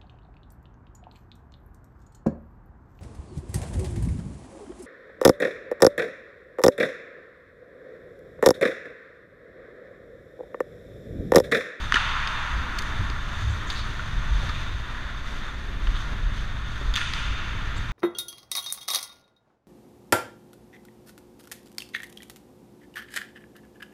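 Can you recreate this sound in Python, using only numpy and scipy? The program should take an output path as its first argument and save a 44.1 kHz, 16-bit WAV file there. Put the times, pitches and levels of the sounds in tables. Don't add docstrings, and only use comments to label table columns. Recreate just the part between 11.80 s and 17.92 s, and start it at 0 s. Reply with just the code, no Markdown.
import sys
import numpy as np
from scipy import signal
from scipy.fft import rfft, irfft, next_fast_len
from scipy.io import wavfile
from scipy.ndimage import uniform_filter1d, map_coordinates

SR = 44100
rng = np.random.default_rng(int(sys.argv[2]) if len(sys.argv) > 2 else 0)


def generate_wav(sig):
    pcm = np.round(np.clip(np.atleast_2d(sig).T, -1, 1) * 32767).astype(np.int16)
    wavfile.write(sys.argv[1], SR, pcm)


N = 269892

# (frequency [Hz], gain [dB])
CASE_GAIN = [(300, -7.5), (600, -5.5), (790, -9.5), (950, -2.5), (1400, 1), (1880, -6), (2150, -8),
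             (3200, -13.5), (4100, -17.5), (5400, -27), (6800, -27.5), (8000, -37), (10800, -42.5),
             (14500, -44.5)]
# (frequency [Hz], width [Hz], boost [dB])
CASE_PEAKS = [(1417, 9.9, 6.5), (1804, 270, 5), (3430, 510, 5.5), (3627, 156, 8.5), (4545, 390, 4.5),
              (6215, 790, 8), (8810, 970, 7)]
# (frequency [Hz], time to fade by 60 dB [s])
ECHO_FADE = [(300, 4.9), (1200, 5.4), (2000, 4.1), (3600, 2.1), (6500, 1.7), (12000, 0.25)]
# (frequency [Hz], gain [dB])
ECHO_COLOUR = [(700, 4), (1900, -3.5), (2700, 3), (3500, -1.5), (4500, -3.5), (6300, -2), (8000, -0.5),
               (13000, 4)]
# (frequency [Hz], relative level [dB])
HUM_SPECTRUM = [(80, -19), (190, 4.5), (280, -0.5), (400, -5), (550, -10), (700, -10.5), (900, -21.5),
                (2000, -9), (8000, -38.5), (13000, -42), (15500, -46)]
# (time [s], strength [dB])
AIRFLOW = [(0, -36.5), (0.95, -40), (1.15, -36), (2.15, -36), (2.6, -30.5), (2.95, -33.5), (3.08, -39.5),
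           (3.8, -41), (4.05, -35.5), (4.4, -34), (5.35, -36.5), (6.1, -32)]
# (frequency [Hz], relative level [dB])
RUMBLE_SPECTRUM = [(8, -4), (22, 4), (36, -4), (47, -2.5), (58, 1), (68, -12.5), (85, -17), (130, -45),
                   (300, -83)]
# (frequency [Hz], relative level [dB])
FLUTTER_SPECTRUM = [(40, -25), (75, -2), (115, -1), (150, -10.5), (230, -21.5), (400, -45.5), (1000, -76)]
# (middle time [s], length [s], level [dB], pitch [Hz])
GUSTS = [(0.777, 0.17, -23.5, 51.6), (1.214, 0.12, -28.5, 91.5), (1.691, 0.25, -25, 80.6),
         (2.3, 0.11, -36, 97), (2.381, 0.12, -23, 37.7), (2.533, 0.17, -19.5, 40), (4.095, 0.2, -20.5, 33),
         (4.458, 0.13, -21.5, 39.7), (5.096, 0.17, -22.5, 32.4), (5.493, 0.13, -26, 44.7)]
# (time [s], level [dB])
GLIDE = [(0, -40.5), (0.8, -42.5), (1.3, -43), (2.3, -43.5), (2.85, -43.5), (3.0, -45.5), (3.7, -45),
         (3.87, -47.5), (4.1, -46.5), (4.7, -45.5), (5.6, -45.5), (6.1, -44.5)]
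# (time [s], length [s], level [dB], brightness [dB])
STROKES = [(0.49, 0.18, -46, -5), (0.969, 0.18, -51.5, -2), (1.474, 0.14, -45, -1), (1.599, 0.15, -50, 4.5),
           (1.88, 0.11, -43, 3.5), (2.04, 0.08, -47.5, -3), (2.414, 0.12, -47, -2.5),
           (2.524, 0.17, -44, 1.5), (2.73, 0.11, -45, 0.5), (3.039, 0.26, -49, -4.5),
           (3.45, 0.12, -49.5, 4.5), (3.586, 0.092, -48, -4), (4.015, 0.14, -49.5, 2),
           (4.152, 0.062, -42, 1.5), (4.215, 0.11, -47.5, -3.5), (4.52, 0.11, -48, 2),
           (4.847, 0.26, -49.5, 1.5), (5.36, 0.093, -50, 1), (5.57, 0.13, -50, -1), (5.946, 0.07, -54, 7)]
# (low edge [Hz], high edge [Hz])
BLADE_BANDS = [(600, 2100), (2100, 4200), (4200, 15500)]
# (glide gain [dB], stroke gain [dB], growth with glide [dB/dB], grit [ratio])
BLADE_MIX = [(3.5, 2, 0.95, 0.65), (-1.2, -3, 1.0, 0.3), (-8.5, -7.5, 1.27, 0.53)]
# (time [s], length [s], pitch [Hz], level [dB])
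BITES = [(.74, 0.092, 4570, -53), (1.5, 0.22, 6400, -58), (1.687, 0.056, 7060, -56),
         (1.864, 0.035, 6600, -48), (1.918, .02, 6650, -48), (1.933, 0.12, 4340, -44),
         (1.946, 0.067, 3860, -39.5), (2.727, 0.12, 2490, -43), (2.55, 0.46, 3610, -49.5),
         (3.599, 0.053, 3600, -47), (4.143, 0.039, 3500, -38.5), (4.565, 0.04, 3220, -44),
         (5.959, 0.033, 7240, -50.5)]
# (time [s], level [dB], pitch [Hz])
THUMPS = [(0.142, -26.5, 260), (1.3, -36.5, 276), (1.919, -38.5, 293), (2.63, -35, 560), (3.545, -49, 302),
          (4.319, -41, 404), (5.013, -35.5, 388)]
# (frequency [Hz], relative level [dB], time to fade by 60 dB [s])
STEEL_NOTES = [(3660, -16, 0.043), (4460, -11, 0.05), (4900, -8, 0.031), (6600, -16, 0.019),
               (9000, -28, 0.019), (13500, -37, 0.03)]
# (low edge [Hz], high edge [Hz])
CLACK_BANDS = [(880, 2100), (2100, 5200), (5200, 10000), (10000, 15500)]
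CLACK_MIX = [-0.5, 0.5, -10.5, -34]
# (time [s], level [dB], brightness [dB], steel clink level [dB],
# main pitch [Hz], time to fade by 60 dB [s], relative echo gain [dB])
CLACKS = [(0.122, -22.5, -3, -26, 1760, 0.014, 0.5), (0.1417, -22, -0.5, -37, 3020, 0.042, 0.5),
          (0.1561, -22.5, -3, -45, 1750, 0.034, 1), (0.167, -27, -6, -50, 1390, 0.067, -7),
          (0.4737, -32.5, 2, -28, 4900, 0.028, 1), (0.986, -41, 10.5, -22, 4540, 0.041, -13),
          (0.989, -36, 12, -28, 2600, 0.031, -6), (1.021, -45, 13.5, -46, 4400, 0.04, -6),
          (1.3, -40.5, -1.5, -31, 4900, 0.022, -15), (1.9014, -34.5, 3.5, -22.5, 3960, 0.11, -1),
          (2.1936, -40, -7, -53, 1420, 0.018, -7), (2.693, -37.5, -6.5, -62, 1210, 0.018, -8),
          (4.0708, -40, -6.5, -55, 3020, 0.04, 2.5), (5.139, -32, 1.5, -22, 3380, 0.065, -2),
          (5.1562, -33.5, 9, -38, 3760, 0.012, 5), (5.1612, -27, 6.5, -30, 3450, 0.016, 0.5),
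          (5.169, -30, 3, -34, 3600, 0.076, 0), (5.175, -29.5, 1.5, -45, 1750, 0.057, 2.5),
          (5.207, -42.5, -2, -54, 1650, 0.044, 1), (5.214, -34, -2.5, -48, 3450, 0.021, -9),
          (5.336, -31.5, 3.5, -22.5, 4150, 0.013, 6.5)]


def amp(db):
    return 10 ** (np.asarray(db) / 20)


def unit(x):
    return x / np.sqrt(np.mean(x ** 2) + 1e-20)


def at_frequency(points, hz):
    frequencies, values = np.transpose(points)
    return np.interp(np.log(hz + 1), np.log(frequencies + 1), values)


def over_time(points):
    return np.interp(np.arange(N) / SR, *np.transpose(points))


def wobble(rate):
    return map_coordinates(rng.standard_normal(int(N * rate / SR) + 4), [np.arange(N) * rate / SR])


def filtered(x, gain_at):
    size = next_fast_len(N + SR // 2)
    return irfft(rfft(x, size) * gain_at(np.fft.rfftfreq(size, 1 / SR)), size)[:N]


def noise(spectrum):
    return unit(filtered(rng.standard_normal(N), lambda hz: amp(at_frequency(spectrum, hz))))


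def add(track, start, sound):
    part = track[round(start * SR):][:len(sound)]
    part += sound[:len(part)]


def fade(t, t60):
    return np.exp(-np.log(1000) * t / t60)


def ringing(notes, t):
    return sum(amp(db + rng.normal(0, 0.79)) * fade(t, t60) * np.sin(2 * np.pi * hz * t)
               for hz, db, t60 in notes)


def case_ring(band, source_hz=1500, source_db=0, size=4096):
    hz = np.fft.rfftfreq(size, 1 / SR) + 1
    peaks = list(CASE_PEAKS) + [(source_hz, 0.166 * source_hz, source_db)]
    boost_db = sum(db / (1 + (2 * (hz - centre) / width) ** 2) for centre, width, db in peaks)
    band_cut = np.sqrt((1 + (band[0] / hz) ** 12) * (1 + (hz / band[1]) ** 24))
    gain = amp(at_frequency(CASE_GAIN, hz) + boost_db) / band_cut
    cepstrum = irfft(np.log(np.maximum(gain, 1e-6)))
    cepstrum[1:size // 2] *= 2
    cepstrum[size // 2 + 1:] = 0
    return irfft(np.exp(rfft(cepstrum)))[:size // 2]


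def hall_echo(x, gap_s=0.0039, build_s=0.0035):
    hz, t, spectra = signal.stft(rng.standard_normal(3 * SR), SR, nperseg=256)
    fade_db = -60 * t / at_frequency(ECHO_FADE, hz)[:, None]
    colour_db = at_frequency(ECHO_COLOUR, hz)[:, None]
    tail = signal.istft(spectra * amp(fade_db + colour_db), SR, nperseg=256)[1]
    since_gap = np.maximum(np.arange(len(tail)) / SR - gap_s, 0)
    tail *= 1 - np.exp(-since_gap / build_s)
    return signal.fftconvolve(x, tail / np.linalg.norm(tail))


def ventilation(level_db=-45):
    return amp(level_db + 1.6 * wobble(9)) * noise(HUM_SPECTRUM)


def swirls(spectrum, evenness):
    air = noise(spectrum)
    swell = np.sqrt(np.abs(uniform_filter1d(air ** 2, 3000)) + 1e-6)
    return unit(air / swell ** evenness)


def gusts():
    out = np.zeros(N)
    for middle, length, db, hz in GUSTS:
        air = swirls([(hz / 8, -44), (hz, 0), (hz * 4, -44), (hz * 32, -132)], evenness=0.67)
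        swell = np.sqrt(np.hanning(round(length * SR)))
        add(out, middle - length / 2, amp(db) * swell * air[SR:][:len(swell)])
    return out


def wind(cruise_db=-35, rumble_growth=0.52, waver_db=1.55):
    flow_db = over_time(AIRFLOW)
    rumble_db = -29.5 + rumble_growth * (flow_db - cruise_db) + waver_db * wobble(5.3)
    rumble = amp(rumble_db) * swirls(RUMBLE_SPECTRUM, evenness=0.89)
    flutter = amp(flow_db - 3) * swirls(FLUTTER_SPECTRUM, evenness=0.54)
    return rumble + flutter + gusts()


def ice_chips(per_second, spread_db=4.5):
    breaks = rng.random(N) < per_second / SR
    signs = rng.choice([-1, 1], N)
    sizes = amp(spread_db * np.clip(rng.standard_normal(N), -2, 2))
    return unit(breaks * signs * sizes)


def stroke_shape(start, length, attack_s=0.015, release_s=0.041):
    t = np.arange(N) / SR - start
    return np.clip(t / attack_s, 0, 1) * np.exp(-np.clip(t - length, 0, 1) / release_s)


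def blades(usual_glide_db=-45):
    out = np.zeros(N)
    chatter_db = 0.56 * wobble(45)
    crunch = ice_chips(per_second=1400)
    extra_glide_db = over_time(GLIDE) - usual_glide_db
    strokes = [(stroke_shape(start, length), db, bright_db) for start, length, db, bright_db in STROKES]
    for tilt, band, (glide_db, stroke_db, growth, grit) in zip((-1, 0, 1), BLADE_BANDS, BLADE_MIX):
        glide_power = amp(usual_glide_db + glide_db + growth * extra_glide_db) ** 2
        stroke_power = sum((amp(db + stroke_db + tilt * bright_db) * shape) ** 2
                           for shape, db, bright_db in strokes)
        friction = rng.standard_normal(N) + grit * crunch
        scrape = unit(signal.fftconvolve(friction, case_ring(band))[:N])
        flicker = amp(chatter_db + 0.48 * wobble(14))
        out += np.sqrt(glide_power + stroke_power) * flicker * scrape
    return out


def edge_bites(echo_db=-8):
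    out = np.zeros(N)
    friction = rng.standard_normal(N) + ice_chips(per_second=420)
    for start, length, hz, db in BITES:
        burst = friction[round(start * SR):][:round(length * SR)]
        resonance = signal.iirpeak(hz, Q=6, fs=SR)
        tone = unit(signal.lfilter(*resonance, signal.lfilter(*resonance, burst)))
        add(out, start, amp(db) * tone * np.sqrt(np.hanning(len(tone))))
    return out + amp(echo_db) * hall_echo(out)[:N]


def thumps(rise_s=0.00047, decay_s=0.0094):
    out, t = np.zeros(N), np.arange(4000) / SR
    shape = np.exp(-t / decay_s) * (1 - np.exp(-t / rise_s))
    for start, db, hz in THUMPS:
        body = sum(share * np.sin(2 * np.pi * (hz * ratio * t + rng.random()))
                   for ratio, share in [(0.7, 0.61), (1, 0.95), (1.45, 0.71)])
        add(out, start, amp(db) * body * shape)
    return out


def stick_ring(start_s=5.208, level_db=-34, echo_db=-1):
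    out, t = np.zeros(N), np.arange(24000) / SR
    note = amp(level_db) * ringing([(1414, 0, 0.51), (1900, -20, 0.22)], t)
    add(out, start_s, note)
    add(out, start_s, amp(echo_db) * hall_echo(note))
    return out


def clacks(crack_db=4, crack_s=0.0013, pitch_band_db=4, hall_db=-3, attack_samples=220):
    out, t = np.zeros(N), np.arange(6000) / SR
    plain_rings = [case_ring(band) for band in CLACK_BANDS]
    tilt = np.arange(len(CLACK_BANDS)) - 1
    for start, db, bright_db, clink_db, hz, t60, echo_db in CLACKS:
        holds_pitch = np.array([low <= hz < high for low, high in CLACK_BANDS])
        levels_db = db + np.array(CLACK_MIX) + bright_db * tilt + pitch_band_db * holds_pitch
        force = fade(t, t60) + amp(crack_db) * np.exp(-t / crack_s)
        total_to_attack = np.sum(force ** 2) / np.sum(force[:attack_samples] ** 2)
        strengths = amp(levels_db) * np.sqrt(attack_samples * total_to_attack)
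        for band, strength in zip(CLACK_BANDS, strengths):
            burst = force * rng.standard_normal(len(t))
            hit = signal.fftconvolve(burst, case_ring(band, hz, source_db=12))
            add(out, start, strength * hit / np.linalg.norm(hit))
        add(out, start, amp(clink_db) * ringing(STEEL_NOTES, t))
        gathered = sum(strength * ring / np.linalg.norm(ring)
                       for ring, strength in zip(plain_rings, strengths))
        add(out, start, amp(echo_db + hall_db) * hall_echo(gathered))
    return out


def scene():
    return (wind() + blades() + edge_bites() + clacks() + stick_ring() + thumps() + ventilation())[None]


def record(dry, top_hz=15200):
    return filtered(dry[0], lambda hz: hz < top_hz)[None]


dry = scene()
out = record(dry)
generate_wav(out)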